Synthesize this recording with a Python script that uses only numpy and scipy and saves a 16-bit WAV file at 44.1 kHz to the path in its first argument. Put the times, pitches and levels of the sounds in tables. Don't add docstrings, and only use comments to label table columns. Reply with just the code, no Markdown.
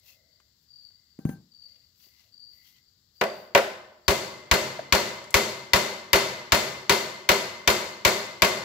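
import sys
import numpy as np
from scipy import signal
from scipy.fft import rfft, irfft
from scipy.io import wavfile
from scipy.ndimage import uniform_filter1d

SR = 44100
rng = np.random.default_rng(int(sys.argv[2]) if len(sys.argv) > 2 else 0)


def master_out(mix):
    frames = np.transpose(np.atleast_2d(mix))
    ceiling = np.clip(frames, -1, 1)
    pcm = np.round(ceiling * 32767).astype(np.int16)
    wavfile.write(sys.argv[1], SR, pcm)


def volts_from_decibels(level):
    exponent = np.asarray(level, float) / 20
    return 10 ** exponent


N = 381024

# t/s, relative level/dB, thump level/dB, tilt at 8 kHz/dB
BLOWS = [(3.2117, -17.5, -53, -7), (3.5493, -8.5, -44, -5.5), (4.0802, -10.5, -17, -1),
         (4.5125, -8, -16, -3), (4.9235, -7.5, -19.5, -3), (5.3413, -8, -19.5, -1), (5.7332, -7, -22.5, -3),
         (6.1309, -5.5, -22.5, -4), (6.5203, -7, -20, -2), (6.8946, -7.5, -30, -2),
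         (7.2896, -6.5, -26, -3.5), (7.6751, -7.5, -24, -2), (8.0495, -7, -25, -2.5),
         (8.4199, -6.5, -25.5, -4.5)]
MOUNT_BLOWS = 2
# f/Hz, width/Hz, t60 at the lug/s,
# relative level at the mount/dB, at the lug/dB
FRAME_MODES = [(134, 5.8, 2.1, -13.5, -2), (208.7, 55, 1.02, -5.5, -4), (356, 17, 1.14, -2.5, -3),
               (394, 46, 0.73, 5.5, 5), (436, 28, 0.18, 16.5, -29), (500, 53, 0.81, -10, -1.5),
               (575, 40, 0.5, -14, 1), (617, 52, 1.02, 4, -2), (696, 38, 0.44, 4, 1),
               (840, 12, 1.4, -18, -12.5), (956, 53, 0.87, -23.5, -2.5), (1020, 19, 1.1, -8, -11.5),
               (1103, 12.5, 0.86, -3, 0), (1210, 8.3, 1.1, -20, -4), (1510, 24, 0.98, -5, -16),
               (1797, 8.4, 1.27, -11, -11), (1990, 14.6, 0.89, -10, -7.5), (2071, 49, 1.12, -14.5, -5.5),
               (2270, 23, 0.77, -16, -9), (2275, 18, 0.39, -14, -21.5), (3170, 17, 0.38, -19, -2.5),
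               (3580, 104, 0.61, -15, -12), (4280, 100, 0.74, -21, -10), (4590, 51, 0.76, -34, -11.5),
               (6100, 86, 0.17, -14, -27), (6290, 76, 0.77, -33, -20.5)]
# f/Hz, t60 at the lug/s, rise/s, crack over ring at the lug/dB,
# crack t60 at the lug/s
RING_BANDS = [(69, 1, 0.026, -3, 0.042), (173, 1, 0.0023, 21, 0.073), (432, 1, 0.0083, 11, 0.25),
              (783, 0.98, 0.0058, 10, 0.14), (1190, 1, 0.0028, 13, 0.14), (2130, 0.72, 0.0018, 13.5, 0.064),
              (3270, 0.84, 0.00027, 12, 0.069), (5900, 0.69, 0.00036, 11.5, 0.027),
              (9440, 0.56, 0.0008, -5, 0.017), (15130, 0.55, .0005, 10.5, 0.054)]
# f/Hz, level per Hz/dB
LUG_COLOUR = [(35, -49), (60, -9), (192, -8), (266, -14), (377, -1), (454, -12.5), (547, -1.5), (758, -8.5),
              (956, -10), (2660, -15), (4440, -17), (7410, -20.5), (8720, -26), (11500, -28),
              (15600, -26.5)]
# f/Hz, level per Hz/dB
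MOUNT_COLOUR = [(35, -47), (60, -16), (130, -13.5), (285, -14), (377, -7), (476, -6.5), (522, 0.5),
                (776, -5.5), (1070, -10), (2010, -12), (7410, -24.5), (8930, -28), (12000, -29.5),
                (15600, -27.5)]
# f/Hz, t60/s, relative level at the mount/dB, at the lug/dB
CLANG_MODES = [(210, 0.12, -20.0, -16.5), (397.7, 0.27, -5, -5), (569.5, 0.12, 7, -12), (685, 0.13, 0, -23),
               (962, 0.085, -0.5, -3.5), (1083, 0.04, 1, 0.5), (1400, 0.047, 3, -20), (2014, 0.047, 8, 1),
               (2193, 0.032, -8.5, 3.5), (2315, 0.032, 2, -2.5), (3260, 0.013, -13, -19.5),
               (3572, 0.034, -16, -5), (4430, 0.02, -13, 2), (4590, 0.016, -18, -9),
               (6270, 0.024, -23, -8.5), (11670, 0.01, -28, -6), (13800, .015, -21, -7)]
# f/Hz, level re crack/dB
WALL_ECHO = [(1000, -15), (5000, -14), (12000, -3.5)]
# f/Hz, left over right/dB
HAMMER_SIDE = [(60, 3.0), (500, -2.5), (1000, -3.5), (2000, -4), (4500, -3), (8000, -16.0), (13000, -3.5)]
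# t/s, relative level/dB, f/Hz, time to peak/s, scuff level/dB, tool ring level/dB
KNOCKS = [(1.189, -29.5, 234, 0.0024, -54.5, -62.5), (1.252, -11.5, 183, 0.0024, -47, -49.5),
          (1.2908, -20.5, 214, 0.0029, -42.5, -48), (4.791, -22.5, 640, 0.0034, -48, -80)]
# f/Hz, relative level/dB, t60/s
TOOL_MODES = [(782, 0, 0.26), (1567, -4.5, 0.46), (1750, -15.5, 0.24), (6380, -15.5, 0.17),
              (9125, -16.5, 0.21), (11160, -17, 0.17), (12400, -13.5, 0.19), (14860, -6, .2)]
# t/s, relative level/dB, spectral corner f/Hz
TICKS = [(0.401, -53, 1510), (0.9035, -63, 1500), (2.066, -59, 400), (2.205, -61, 3500),
         (2.7694, -66, 3030), (5.241, -44, 3500), (5.306, -41, 9000), (5.327, -47, 11000)]
# f/Hz, level per Hz/dB
RUSTLE_COLOUR = [(470, -80), (800, -11), (1340, -12.5), (2700, -5), (3430, -8.5), (5480, -7.5), (8760, -31),
                 (14700, -3), (15700, -8.5), (16500, -45)]
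# f/Hz, width/Hz, added power/dB
SCRAPES = [(2820, 150, 7), (3400, 230, 6), (4230, 440, 10.5)]
# peak t/s, length scale/s, hiss level/dB, scuff level/dB
MOVES = [(0.09, 0.078, -62.5, -62.5), (0.63, 0.035, -82, -91), (0.83, .08, -87, -84), (1.73, .2, -89, -75),
         (2.04, .1, -66, -70), (2.2, 0.11, -79, -68), (2.56, 0.082, -73.5, -77), (2.68, 0.087, -68, -68),
         (2.77, 0.042, -85, -72), (3.17, 0.046, -78, -78), (3.38, 0.13, -68, -76)]
# peak t/s, length scale/s, level/dB
FAINT_RINGS = [(0.09, 0.17, -72), (0.32, .25, -78), (1.02, .25, -81), (1.74, .2, -79), (2.15, 0.2, -72.5),
               (2.63, 0.15, -68), (2.77, 0.092, -75)]
# peak t/s, length scale/s, level/dB
RUBS = [(0.2, 0.34, -76), (0.83, .06, -86), (1.72, 0.21, -81.5), (2.07, 0.06, -84), (2.27, 0.055, -80),
        (2.56, .07, -84), (3.17, 0.055, -83)]
# peak t/s, length scale/s, level/dB, f/Hz
SQUEAKS = [(0.098, .06, -62, 2660), (2.67, .05, -68, 3200), (2.76, 0.033, -68, 3100)]
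# t/s, relative level/dB, length/s
CHIRPS = [(0.274, -72, 0.046), (0.682, -55.5, 0.13), (1.085, -76, 0.029), (1.51, -55, 0.13),
          (2.01, -68, 0.023), (2.32, -54, 0.12), (2.811, -72, 0.039), (3.152, -54, 0.14),
          (4.043, -55, 0.18)]
# f/Hz, relative level per Hz/dB
AIR_COLOUR = [(15, -15.5), (25, -13.5), (80, 5.5), (726, -21.5), (1730, -16.5), (2040, -18), (2460, -27),
              (3150, -16.5), (4600, -4.5), (6380, -25.5), (7510, -21.5), (8600, -47), (11600, -48),
              (14800, -29), (16500, -41)]
# f/Hz, correlation
LIKENESS = [(60, 1), (180, 1), (550, 0.72), (1650, 0), (4970, 0.31), (15000, 0.016)]
# f/Hz, left over right/dB
PORTS = [(60, -2.5), (110, 3), (200, 1.5), (380, 3), (700, 2.5), (1290, 3.5), (2380, 5.5), (4400, 11),
         (8120, 34), (15000, 11)]


def rms_one(x):
    return x / np.sqrt(np.mean(x ** 2) + 1e-20)


def at_hz(points, hz):
    points = np.array(points)
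    return np.interp(np.log(hz + 1), np.log(points[:, 0] + 1), points[:, 1])


def colour(x, curve_db):
    size = 8192
    cepstrum = irfft(curve_db(np.fft.rfftfreq(size, 1 / SR)) * np.log(10) / 20)
    cepstrum[1:size // 2] *= 2
    cepstrum[size // 2 + 1:] = 0
    impulse = irfft(np.exp(rfft(cepstrum)))
    return signal.oaconvolve(np.atleast_2d(x), [impulse], axes=1)[:, :np.shape(x)[-1]]


def stereo_noise(size):
    hz = np.fft.rfftfreq(size, 1 / SR)
    mid, side = rfft(rng.standard_normal((2, size)))
    alike = np.clip(at_hz(LIKENESS, hz), -1, 1)
    pair = np.sqrt(1 + alike) * mid + np.sqrt(1 - alike) * side * [[1], [-1]]
    return hz, pair / np.sqrt(2)


def narrow(hz, width_hz):
    f, noise = stereo_noise(N)
    return rms_one(irfft(noise / (1 + (2 * (f - hz) / width_hz) ** 4), N))


def dying(t, t60_s):
    return volts_from_decibels(-60 * np.maximum(t, 0) / t60_s) * (t >= 0)


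def bump(t, peak_s):
    return (t / peak_s) ** 2 * np.exp(2 - 2 * t / peak_s)


def swells(rows, column=2):
    t, total = np.arange(N) / SR, 0
    for row in rows:
        x = (t - row[0]) / row[1]
        steepness = np.where(x < 0, 1.9, 1.5)
        total = total + volts_from_decibels(row[column]) * np.exp(-np.abs(x * steepness) ** 1.8)
    return total


def add(out, sound, start_s):
    i = round(start_s * SR)
    out[:, i:i + sound.shape[-1]] += sound[..., :N - i]


def hammer():
    size = 40000
    t, out, dense = np.arange(size) / SR, np.zeros((2, N)), np.zeros((2, 2, N))
    alike, dense_db, left_lag_s = 0.48, 3.0, 0.00007
    hz, same = stereo_noise(size)
    phases = rng.uniform(0, 2 * np.pi, (len(FRAME_MODES), 1, 1))
    phases = phases + rng.normal(0, 0.62, (len(FRAME_MODES), 2, 1))
    for n, (start_s, db, thump_db, bright_db) in enumerate(BLOWS):
        spot = int(n >= MOUNT_BLOWS)
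        ring_share = 1 if spot else 0.81
        body_db = -16.5 + (0.33 - 1) * db
        bass_db = 0.34 * np.clip(thump_db + 20, -7, 7)
        tilt = [(150, body_db + bass_db), (330, body_db), (500, body_db), (2000, 0.0031), (8000, bright_db)]
        noise = np.sqrt(alike) * same + np.sqrt(1 - alike) * stereo_noise(size)[1]
        add(dense[spot], volts_from_decibels(db) * dense_ring(t, hz, noise, tilt, spot, ring_share), start_s)
        add(out, volts_from_decibels(db) * frame_clusters(t, hz, noise, tilt, spot, ring_share, phases), start_s)
        clang(out, t[:size // 3], start_s, db, spot)
        add(out, floor_thump(t, thump_db), start_s)
    for ring, spectrum in zip(dense, (MOUNT_COLOUR, LUG_COLOUR)):
        out = out + volts_from_decibels(dense_db) * colour(ring, lambda hz: at_hz(spectrum, hz))
    out[0] = np.roll(out[0], round(left_lag_s * SR))
    left = colour(out[0], lambda hz: at_hz(HAMMER_SIDE, hz) / 2)[0]
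    right = colour(out[1], lambda hz: -at_hz(HAMMER_SIDE, hz) / 2)[0]
    return np.array([left, right])


def dense_ring(t, hz, noise, tilt, spot, ring_share):
    early_db, stretch = (0, 1) if spot else (6.5, 0.74)
    echo_s, total = 0.026, 0
    for k, (centre, t60, rise, crack_db, crack_t60) in enumerate(RING_BANDS):
        band_power = at_hz([(row[0], j == k) for j, row in enumerate(RING_BANDS)], hz)
        crack = dying(t, crack_t60 * stretch)
        crack = crack + volts_from_decibels(at_hz(WALL_ECHO, centre)) * dying(t - echo_s, crack_t60 * stretch)
        decay = dying(t, ring_share * t60) + volts_from_decibels(crack_db + early_db) * crack
        shape = (1 - np.exp(-t / rise)) * decay
        total = total + volts_from_decibels(at_hz(tilt, centre)) * shape * irfft(noise * np.sqrt(band_power), len(t))
    return total


def frame_clusters(t, hz, noise, tilt, spot, ring_share, phases):
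    core, modes_db, total = 0.55, 3.5, 0
    for (f, width, t60, *level_db), phase in zip(FRAME_MODES, phases):
        cluster = irfft(noise / (1 + (2 * (hz - f) / width) ** 2), len(t))
        cluster += core * np.sqrt(np.pi * width / SR) * np.sin(2 * np.pi * f * t + phase)
        swell = 1 - np.exp(-t * f / 0.71)
        gain = volts_from_decibels(modes_db + level_db[spot] + at_hz(tilt, f))
        total = total + gain * swell * dying(t, ring_share * t60) * cluster
    return total


def clang(out, t, start_s, db, spot):
    clang_db, spread_db, delay_s = -8.5, 3, 0.0008
    rattle_db, rattle_from_s, rattle_span_s = -9.5, 0.012, 0.07
    for f, t60, *level_db in CLANG_MODES:
        gain = volts_from_decibels(db + clang_db + level_db[spot] + spread_db * rng.standard_normal())
        onset = 1 - np.exp(-t * f ** 2 / 1500)
        mode = gain * onset * dying(t, t60) * np.sin(2 * np.pi * f * t)
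        late = rng.random()
        add(out, mode, start_s + delay_s)
        add(out, volts_from_decibels(rattle_db - 9.0 * late) * mode, start_s + rattle_from_s + rattle_span_s * late)


def floor_thump(t, thump_db):
    thump_hz, peak_s = 61.6, 0.0092
    turn_rad, side_db = np.array([[0], [0.4]]), np.array([[0], [-5]])
    return volts_from_decibels(thump_db + side_db) * bump(t, peak_s) * np.sin(2 * np.pi * thump_hz * t - turn_rad)


def knocks():
    t, out = np.arange(SR // 2) / SR, np.zeros((2, N))
    boom_db, fizz, low_cut_hz = -20.0, 0.0013, 73
    turn_rad = np.array([[0], [0.36]])
    tool_still_s = 1.375
    low_cut = signal.butter(2, low_cut_hz, "high", fs=SR, output="sos")
    for start_s, db, hz, peak_s, scuff_db, tool_db in KNOCKS:
        push = bump(t, peak_s) * np.sin(2 * np.pi * hz * t - turn_rad)
        push = push + 0.16 * bump(t, 0.64 * peak_s) * np.sin(2 * np.pi * 2.53 * hz * t)
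        push = signal.sosfilt(low_cut, push)
        f, noise = stereo_noise(len(t))
        scuff = rms_one(irfft(noise * (f / (1 + (f / 900) ** 3) + fizz * f), len(t)))
        scuff = volts_from_decibels(scuff_db) * (dying(t, 0.04) + 0.2 * dying(t, 0.34)) * scuff
        boom = rms_one(irfft(noise * f ** 2 / (1 + (f / (0.96 * hz)) ** 6), len(t)))
        boom = (1 - np.exp(-t / 0.0054)) * volts_from_decibels(boom_db) * dying(t, 0.37) * boom
        tool = sum(volts_from_decibels(tool_db + d) * dying(t, t60) * np.sin(2 * np.pi * m * t) for m, d, t60 in TOOL_MODES)
        tool = tool * (1 - 0.52 * np.cos(2 * np.pi * 12.7 * t))
        stilled = volts_from_decibels(-600 * np.maximum(start_s + t - tool_still_s, 0))
        add(out, volts_from_decibels(db) * (push + boom) + scuff + stilled * tool, start_s)
    return out


def ticks():
    t, out = np.arange(SR // 2) / SR, np.zeros((2, N))
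    for start_s, db, hz in TICKS:
        f, noise = stereo_noise(len(t))
        click = rms_one(irfft(noise * f / (hz + f ** 3 / hz ** 2), len(t)))
        add(out, volts_from_decibels(db) * dying(t, 0.041) * click / 2, start_s)
    return out


def rustle():
    still_hiss_db, still_scuff_db = -82, -87
    hz, noise = stereo_noise(N)
    noise = noise * volts_from_decibels(at_hz(RUSTLE_COLOUR, hz))
    upper = 1 / (1 + (7500 / (hz + 1)) ** 8)
    scrapes = 1 + sum(volts_from_decibels(2 * db) / (1 + (2 * (hz - f) / width) ** 2) for f, width, db in SCRAPES)
    hiss = rms_one(irfft(noise * np.sqrt(upper), N))
    scuff = rms_one(irfft(noise * np.sqrt((1 - upper) * scrapes), N))
    grain = rms_one(uniform_filter1d(rng.standard_normal(N), size=300))
    scuff = scuff * volts_from_decibels(2.9 * grain)
    out = (volts_from_decibels(still_hiss_db) + swells(MOVES)) * hiss
    out = out + (volts_from_decibels(still_scuff_db) + swells(MOVES, column=3)) * scuff
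    out = out + swells(FAINT_RINGS) * narrow(2050, 200) + swells(RUBS) * narrow(594, 240)
    return out + sum(swells([row]) * narrow(row[3], 260) for row in SQUEAKS)


def cricket():
    centre_hz, width_hz, bend_hz = 4587, 240, 120
    pulses_per_s, pulse_jitter, tail_t60_s = 42, 0.248, 0.7
    t, shape, late = np.arange(N) / SR, 0, 0
    for start_s, db, length_s in CHIRPS:
        swell = np.clip((t - start_s) / (1.5 * length_s), 0, 1)
        tail = volts_from_decibels(-60 * np.maximum(t - start_s - length_s, 0) / tail_t60_s)
        chirp = volts_from_decibels(db) * np.sqrt(swell) * tail
        shape = shape + chirp
        late = late + chirp * np.clip((t - start_s) / length_s, 0, 1) ** 2
    wander = rms_one(uniform_filter1d(rng.standard_normal(N), size=600))
    pulse_count = np.cumsum(pulses_per_s * (1 + pulse_jitter * wander)) / SR
    throb = 0.9 + np.sin(np.pi * pulse_count) ** 2
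    upper = narrow(centre_hz + bend_hz / 2, width_hz)
    lower = narrow(centre_hz - 1.8 * bend_hz, width_hz)
    return throb * (shape * upper + 0.28 * late * lower)


def still_air():
    air_db = -70
    noise = irfft(stereo_noise(N)[1], N)
    return volts_from_decibels(air_db) * rms_one(colour(noise, lambda hz: at_hz(AIR_COLOUR, hz)))


def scene():
    return hammer() + knocks() + ticks() + rustle() + cricket() + still_air()


def top_cut(x):
    return signal.sosfilt(signal.butter(12, 16830, fs=SR, output="sos"), x)


def record(dry):
    notch_hz, notch_width_hz, notch_db = 8750, 950, -11.0
    top_hz, top_db, low_cut_hz = 15860, -30.5, 42

    def port(hz, side):
        notch = notch_db / (1 + (2 * (hz - notch_hz) / notch_width_hz) ** 4)
        low_cut = -10 * np.log10(1 + (low_cut_hz / (hz + 4)) ** 4)
        top_edge = top_db / (1 + np.exp((top_hz - hz) / 60))
        return side * at_hz(PORTS, hz) / 2 + notch + top_edge + low_cut

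    left = colour(dry[0], lambda hz: port(hz, 1))[0]
    right = colour(dry[1], lambda hz: port(hz, -1))[0]
    mix = 0.97 * np.tanh(np.array([left, right]) / 0.99)
    return top_cut(mix)


dry = scene()
out = record(dry)
master_out(out)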